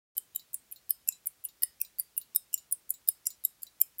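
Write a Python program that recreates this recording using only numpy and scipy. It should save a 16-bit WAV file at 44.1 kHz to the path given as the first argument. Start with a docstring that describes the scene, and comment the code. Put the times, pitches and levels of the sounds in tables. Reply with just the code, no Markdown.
"""Room with a short tail, microphone right at a mechanical wrist watch: 5.5 beats a second over faint hiss.
Each beat: three light escapement contacts, each a pair of mode bursts, then the hard drop, which rings
the movement and case as decaying modes, with a noise crack, a snap and a rustling tail.
After every second beat the hairspring is touched: paired modes shimmer over a band-noise rattle.
Room: convolution with fading noise. Hiss: shaped noise."""
import sys
import numpy as np
from scipy import signal
from scipy.fft import rfft, irfft
from scipy.io import wavfile

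SR = 44100
rng = np.random.default_rng(int(sys.argv[2]) if len(sys.argv) > 2 else 0)


def dump(signal):
    """Clip the signal to [-1, 1] and save it as 16-bit WAV at the path in sys.argv[1]."""
    limited = np.clip(np.atleast_2d(signal).T, -1, 1)
    pcm = np.round(limited * 32767).astype(np.int16)
    wavfile.write(sys.argv[1], SR, pcm)


N = 176400

# Beats, one row each: group_1_db .. group_6_db (movement modes, low to high), light_contacts_db,
# low_ring_db, high_ring_db, then ping_hz, ping_db for each clear ping of the case
BEATS = [(-35, -26, -37, -17, -22, -24, -26, -41.5, -33, 3073, -44.5, 3779, -56.5, 5050.5, -51.5),
         (-24, -52, -30, -23, -18, -27, -33.5, -36.5, -42.5, 3057, -47, 3829, -42.5),
         (-31.5, -22.5, -38, -29, -23.5, -24, -32, -44, -28, 3064, -67, 5781, -58),
         (-48, -64, -40, -34.5, -27, -40, -39.5, -54, -41, 2537, -58, 3038, -58.5),
         (-47, -25.5, -33.5, -22, -9, -32.5, -29, -55.5, -29, 3098.5, -50, 4596.5, -46.5, 5134, -38.5),
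         (-13.5, -24, -19.5, -12.5, -23, -41.5, -27.5, -25, -38.5, 2657, -39.5, 5211.5, -38.5, 5833.5, -43.5),
         (-41, -33.5, -26.5, -28, -16.5, -28, -30.5, -42, -30, 2150, -54, 1446, -63),
         (-37.5, -62, -35, -26, -24, -49, -34, -53, -29, 2850, -48, 3160, -61),
         (-38, -21, -20.5, -13.5, -13, -17.5, -23.5, -39.5, -21, 1928.5, -42, 2966, -44.5, 4550.5, -41.5, 5123.5, -34, 3757, -47),
         (-41, -22, -25.5, -24.5, -13.5, -17.5, -38, -47, -33, 2547, -42, 3098, -59.5, 5202, -45, 5850, -42),
         (-38.5, -35, -31, -16.4, -18, -28, -31, -45, -26, 2060, -52.5, 4706, -40.5, 5178, -58),
         (-50, -37, -24, -18, -19, -18.5, -33, -44.5, -26, 2805, -44, 5038, -62),
         (-38, -16, -33, -14.5, -9.5, -21, -26.5, -41.5, -24.5, 3752, -40, 5223, -36, 1381, -62, 5881.5, -54, 2053, -68),
         (-16.5, -21, -22, -15, -18, -20, -29, -23.5, -47, 2483, -55, 2915.5, -36.5, 5263, -40.5, 5720, -39.5),
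         (-67, -20, -24, -28, -17, -20.5, -32, -46, -19, 5199, -53),
         (-24, -41, -18.5, -18.5, -19.5, -24, -32, -53, -29.5, 2082, -59, 5264, -62),
         (-31, -21.5, -22, -13.5, -8, -12.5, -27, -35.5, -20.5, 3720.5, -46, 4549.5, -47, 2998, -53.5, 5106.5, -35.5, 2090, -59.5),
         (-16.5, -24, -18, -19, -19, -27.5, -30, -23.5, -26, 2190, -52.5, 2782, -54, 5115, -37, 5793, -36),
         (-25.5, -26.5, -23.5, -12, -13, -37.5, -32.5, -28.5, -49, 3833, -45, 4610, -56, 5221, -46, 1402, -65.5),
         (-34.5, -43, -29.5, -27.5, -29.5, -35, -39, -42.5, -49, 4598, -51, 5104, -53.5),
         (-20.5, -27.5, -18, -16, -4.5, -18, -27.5, -24.5, -30, 2468, -46.5, 3111.5, -48.5, 5238, -40.5, 1345, -59.5),
         (-55, -53, -38.5, -45, -28, -49, -32.5, -60, -48, 2190, -57)]
# Movement modes in six groups, low to high: pitch_hz, t60_s, level_db
MOVEMENT_MODES = [
    [(7150, 0.014, -8.5), (7730, 0.01, -15)],
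    [(8240, 0.0066, -6), (8720, 0.0058, -10.5)],
    [(9875, 0.008, -8.5), (10030, 0.0031, -1.5)],
    [(11240, 0.0033, -11), (11613, 0.0092, -3.5), (11800, 0.02, -11.5)],
    [(12850, .004, -9), (13430, 0.0071, -4), (14300, 0.0027, -6.5)],
    [(15200, 0.0092, -1.5), (15900, 0.0049, -16.5)],
]
# Colour of the three light contacts, one row each: group_1_db .. group_6_db
CONTACT_COLOUR_DB = [
    [-17, -18.5, -9.5, -10.5, -8, -14],
    [-22, -24.5, -17, -6.5, -7, -21.5],
    [-20, -18, -15.5, -8, -9.5, -17],
]
# Contact bursts, two per light contact: lead_s before the drop
CONTACT_LEAD_S = [.0123, .0112, .0071, .0062, .0028, .0019]
# Contact bursts: level_db relative to the beat's light_contacts_db
CONTACT_DB = [1.5, -3, -3.5, -1.5, 6.5, 3]
# Clear rings, pitch creeping as the escape wheel turns: pitch_at_0_s_hz, creep_hz_per_s, t60_s
RINGS = [(7577, -18, 0.029), (9760, 36, 0.052)]
# Rustle band of each movement group: low_hz, high_hz
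RUSTLE_BANDS_HZ = [(6900, 7900), (8000, 9200), (9200, 10600), (10800, 12500), (12400, 14600),
                   (14600, 15900)]
# Rustle of each movement group: level_db
RUSTLE_DB = [-44, -41, -46, -46.5, -49, -49.5]
# Hairspring touches: start_s, low_modes_db, middle_modes_db, high_modes_db
TOUCHES = [(0.396, -52.5, -55.5, -55.5), (0.761, -58, -67, -56.5), (1.124, -56, -45.5, -55),
           (1.4878, -56.5, -68, -57), (1.8497, -55.5, -65, -52), (2.2146, -54, -64.5, -49),
           (2.578, -54.5, -50, -51), (2.9401, -57, -55.5, -54), (3.3046, -53, -50, -51),
           (3.6679, -56.5, -67, -62)]
# Hairspring modes in three groups, low to high: pitch_hz, t60_s, level_db
SPRING_MODES = [
    [(3720, 0.13, -10), (3972, 0.15, -2), (4232, 0.15, -10.5), (4515, 0.18, -8.5), (4800, .15, -14),
     (5092, 0.12, -8.5), (5385, 0.14, -18), (5740, .1, -15)],
    [(6675, 0.072, -12), (7056, 0.12, 3.5), (7700, 0.13, -5.5), (7950, 0.07, -15)],
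    [(11610, 0.12, -10), (12070, 0.05, -7), (13800, 0.07, -1), (14260, .055, 0), (14470, .05, 3.5),
     (15160, .045, 4)],
]
# Hiss spectrum: frequency_hz, relative_level_db (per Hz)
HISS_SPECTRUM = [(25, -14.5), (55, 6.5), (95, 1), (150, 1.5), (300, -2), (1000, -4.5), (4000, -5.5),
                 (7500, -6.5), (15800, -7), (16050, -33)]

FIRST_S, PERIOD_S, BEAT_ERROR_S = .1809, .181735, .0008  # every second beat is early by the error
SCATTER_DB, RISE_S = 2.5, 0.00069
DROP_DETUNE_RATIO, DROP_PHASE_TURNS = 0.0021, .45
CONTACT_MAX_T60_S, CONTACT_RISE_S, CONTACT_JITTER_S = 0.015, .0002, .0003
CONTACT_DETUNE_RATIO = 0.014
LIGHT_FOLLOWS = 0.65  # share of the drop's colour that the light contacts take on
PING_T60_S, PING_RISE_S, PING_DELAY_S = 0.016, 0.0018, 0.000511
PING_LIGHT_DB = -17  # pings at the light contacts
PING_TAIL_COPIES, PING_TAIL_DB, PING_TAIL_T60_S, PING_SPREAD_HZ = 9, -27.5, 0.27, 80
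CRACK_DB, CRACK_DECAY_S, CRACK_HZ = -29.5, 0.00056, (7000, 15600)
SNAP_DB, SNAP_HZ = -20.5, (1400, 6000)
BODY_DB, BODY_DECAY_S, BODY_HZ = -33, .003, (2600, 8900)
RUSTLE_T60_S, RUSTLE_BEND = 0.19, 1.19  # bend above 1: holds, then falls faster
RUSTLE_FOLLOWS = 0.61  # share of a group's dB that its rustle follows
RUSTLE_EARLY_DB, RUSTLE_PATCHY_DB = 2, 1.5  # early: from the first contact to the drop
SPRING_SCATTER_DB, SPRING_PHASE_TURNS, SPRING_SPLIT_RATIO, SPRING_RISE_S = 5, 0.12, 0.0029, .0003
SPRING_PAIR_DB = -6.5  # on each mode of a pair
SPRING_RATTLE_DB, SPRING_RATTLE_T60_S, SPRING_RATTLE_HZ = -9.5, 0.078, (3570, 5740)
ROOM_T60_S, ROOM_RISE_S, ROOM_DB = 0.11, .012, -31.5
HISS_DB = -68  # rms, ahead of the top cut
START_S, FADE_IN_S, TOP_HZ = 0.1508, 0.00092, 16750
MODE_LENGTH_MAX_S, MODE_LEAD_SAMPLES = .13, 300


def beats():
    """The escapement: per beat, light contacts that excite the movement faintly, then the drop."""
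    out = np.zeros(N)
    modes = flat(MOVEMENT_MODES)
    crack_noise, snap_noise, body_noise = band(*CRACK_HZ), band(*SNAP_HZ), band(*BODY_HZ)
    rustle_noise = patchy_rustle()
    for k, row in enumerate(map(np.array, BEATS)):
        at = FIRST_S + k * PERIOD_S - k % 2 * BEAT_ERROR_S
        mix_db, light_db, ring_db = row[:6], row[6], row[7:9]
        ping_hz, ping_db = row[9::2], row[10::2]
        light_contacts(out, at, modes, mix_db, light_db, ping_hz, ping_db)
        drop(out, at, modes, mix_db, ring_db)
        case_pings(out, at, ping_hz, ping_db)

        i = slice(int(at * SR) - 700, int(at * SR) + 7000)
        since = np.arange(N)[i] / SR - at
        click = np.exp(-np.abs(since) / CRACK_DECAY_S)
        body = undb(BODY_DB) * (since > 0) * np.exp(-np.abs(since) / BODY_DECAY_S)
        out[i] += undb(max(mix_db) + CRACK_DB) * click * crack_noise[i]
        out[i] += rustle_fade(since) * (undb(RUSTLE_FOLLOWS * mix_db) @ rustle_noise[:, i])
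        out[i] += undb(light_db) * (undb(SNAP_DB) * click * snap_noise[i] + body * body_noise[i])
    return out


def drop(out, at, modes, mix_db, ring_db):
    """The hard drop: movement modes in the beat's own mix, plus two rings of creeping pitch."""
    hz, t60, db, group = modes
    detuned_hz = hz * (1 + DROP_DETUNE_RATIO * rng.standard_normal(len(hz)))
    add(out, at, detuned_hz, t60, db + mix_db[group], RISE_S, DROP_PHASE_TURNS)
    ring_hz, creep_hz_per_s, ring_t60 = np.array(RINGS).T
    add(out, at, ring_hz + creep_hz_per_s * at, ring_t60, ring_db, RISE_S)


def light_contacts(out, at, modes, mix_db, light_db, ping_hz, ping_db):
    """Faint early contacts: the same modes, detuned and shortened, with faint case pings."""
    hz, t60, db, group = modes
    colours_db = np.repeat(CONTACT_COLOUR_DB, 2, axis=0)
    drop_colour_db = LIGHT_FOLLOWS * (mix_db - mix_db.mean())
    for lead, contact_db, colour_db in zip(CONTACT_LEAD_S, CONTACT_DB, colours_db):
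        touch = at - lead + CONTACT_JITTER_S * rng.standard_normal()
        detune, scatter = rng.standard_normal((2, len(hz)))
        level_db = db + (colour_db + drop_colour_db)[group] + light_db + contact_db + SCATTER_DB * scatter
        add(out, touch, hz * (1 + CONTACT_DETUNE_RATIO * detune), np.minimum(t60, CONTACT_MAX_T60_S),
            level_db, CONTACT_RISE_S)
        add(out, touch, ping_hz, np.full(len(ping_hz), PING_T60_S),
            ping_db + PING_LIGHT_DB + contact_db, PING_RISE_S)


def case_pings(out, at, ping_hz, ping_db):
    """Case modes: short pings, then a weaker tail of longer modes scattered around each."""
    add(out, at + PING_DELAY_S, ping_hz, np.full(len(ping_hz), PING_T60_S), ping_db, PING_RISE_S)
    near_hz = np.tile(ping_hz, PING_TAIL_COPIES)
    near_hz = near_hz + PING_SPREAD_HZ * rng.standard_normal(len(near_hz))
    tail_db = np.tile(ping_db, PING_TAIL_COPIES) + PING_TAIL_DB
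    add(out, at, near_hz, np.full(len(near_hz), PING_TAIL_T60_S), tail_db, PING_RISE_S)


def patchy_rustle():
    """One noise band per movement group, its level wandering at 30 to 250 Hz."""
    rows = []
    for (lo_hz, hi_hz), db in zip(RUSTLE_BANDS_HZ, RUSTLE_DB):
        level = undb(db + RUSTLE_PATCHY_DB * band(30, 250))
        rows.append(level * band(lo_hz, hi_hz))
    return np.array(rows)


def rustle_fade(since):
    """Rustle level: constant from the first contact to the drop, then a bent decay in dB."""
    early = (since > -max(CONTACT_LEAD_S)) * undb(RUSTLE_EARLY_DB)
    late = undb(-60 * (np.abs(since) / RUSTLE_T60_S) ** RUSTLE_BEND)
    return np.where(since > 0, late, early)


def hairspring():
    """Slowly fading modes that start nearly in step, each a beating pair, over a grainy rattle."""
    out, rattle, t = np.zeros(N), band(*SPRING_RATTLE_HZ), np.arange(N) / SR
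    hz, t60, db, group = flat(SPRING_MODES)
    for at, *mix_db in TOUCHES:
        for _ in range(2):
            split, scatter = rng.standard_normal((2, len(hz)))
            level_db = db + np.array(mix_db)[group] + SPRING_PAIR_DB + SPRING_SCATTER_DB * scatter
            add(out, at, hz * (1 + SPRING_SPLIT_RATIO * split), t60, level_db,
                SPRING_RISE_S, SPRING_PHASE_TURNS)
        since = np.maximum(t - at, 0)
        rattle_db = mix_db[0] + SPRING_RATTLE_DB - 60 * since / SPRING_RATTLE_T60_S
        out += (t > at) * undb(rattle_db) * rattle
    return out


def room(x):
    """Diffuse tail: convolution with noise that swells, then decays exponentially."""
    t = np.arange(SR // 3) / SR
    envelope = np.exp(-np.log(1000) * t / ROOM_T60_S) * (1 - np.exp(-t / ROOM_RISE_S))
    tail = rng.standard_normal(len(t)) * envelope
    return signal.fftconvolve(x, tail * undb(ROOM_DB) / np.sqrt(np.sum(tail ** 2)))[:N]


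def hiss():
    """Steady microphone hiss with a little rumble: white noise shaped in the spectrum."""
    f = np.maximum(np.arange(N // 2 + 1) * SR / N, 1)
    hz, db = np.array(HISS_SPECTRUM).T
    shape = undb(np.interp(np.log(f), np.log(hz), db))
    x = irfft(rfft(rng.standard_normal(N)) * shape, N)
    return x * undb(HISS_DB) / np.std(x)


def add(out, at, hz, t60, db, rise, turns=1):
    """Adds modes: Gaussian swell to a peak at `at`, exponential decay, phases over `turns` of a cycle."""
    first = int(at * SR) - MODE_LEAD_SAMPLES
    length = int(min(max(t60), MODE_LENGTH_MAX_S) * SR) + MODE_LEAD_SAMPLES
    i = np.arange(first, min(first + length, N))
    t = i / SR - at
    hz, t60, db = (np.asarray(v, float)[:, None] for v in (hz, t60, db))
    swell = np.exp(-.5 * (t / rise) ** 2)
    decay = np.exp(-np.log(1000) * np.maximum(t, 0) / t60)
    tone = np.cos(2 * np.pi * (hz * t + turns * rng.random(hz.shape)))
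    out[i] += np.sum(undb(db) * np.where(t < 0, swell, decay) * tone, axis=0)


def flat(groups):
    """Columns of a grouped mode table, then the group index of each mode."""
    columns = np.array(sum(groups, [])).T
    return (*columns, np.repeat(np.arange(len(groups)), [len(g) for g in groups]))


def band(lo_hz, hi_hz):
    """Band-passed noise of rms 1."""
    sos = signal.butter(3, [lo_hz, min(hi_hz, 20000)], "band", fs=SR, output="sos")
    x = signal.sosfilt(sos, rng.standard_normal(N))
    return x / np.std(x)


def undb(db):
    """Amplitude ratio of a level in dB."""
    return 10 ** (np.asarray(db) / 20)


def scene():
    """Watch, its room tail and the hiss, one channel."""
    watch = beats() + hairspring()
    return (watch + room(watch) + hiss())[None]


def record(dry):
    """Silence up to START_S, a quick fade-in, and a steep low-pass at TOP_HZ."""
    on = np.clip((np.arange(N) / SR - START_S) / FADE_IN_S, 0, 1)
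    return signal.sosfilt(signal.ellip(8, .2, 70, TOP_HZ, fs=SR, output="sos"), dry * on)


dry = scene()
out = record(dry)
dump(out)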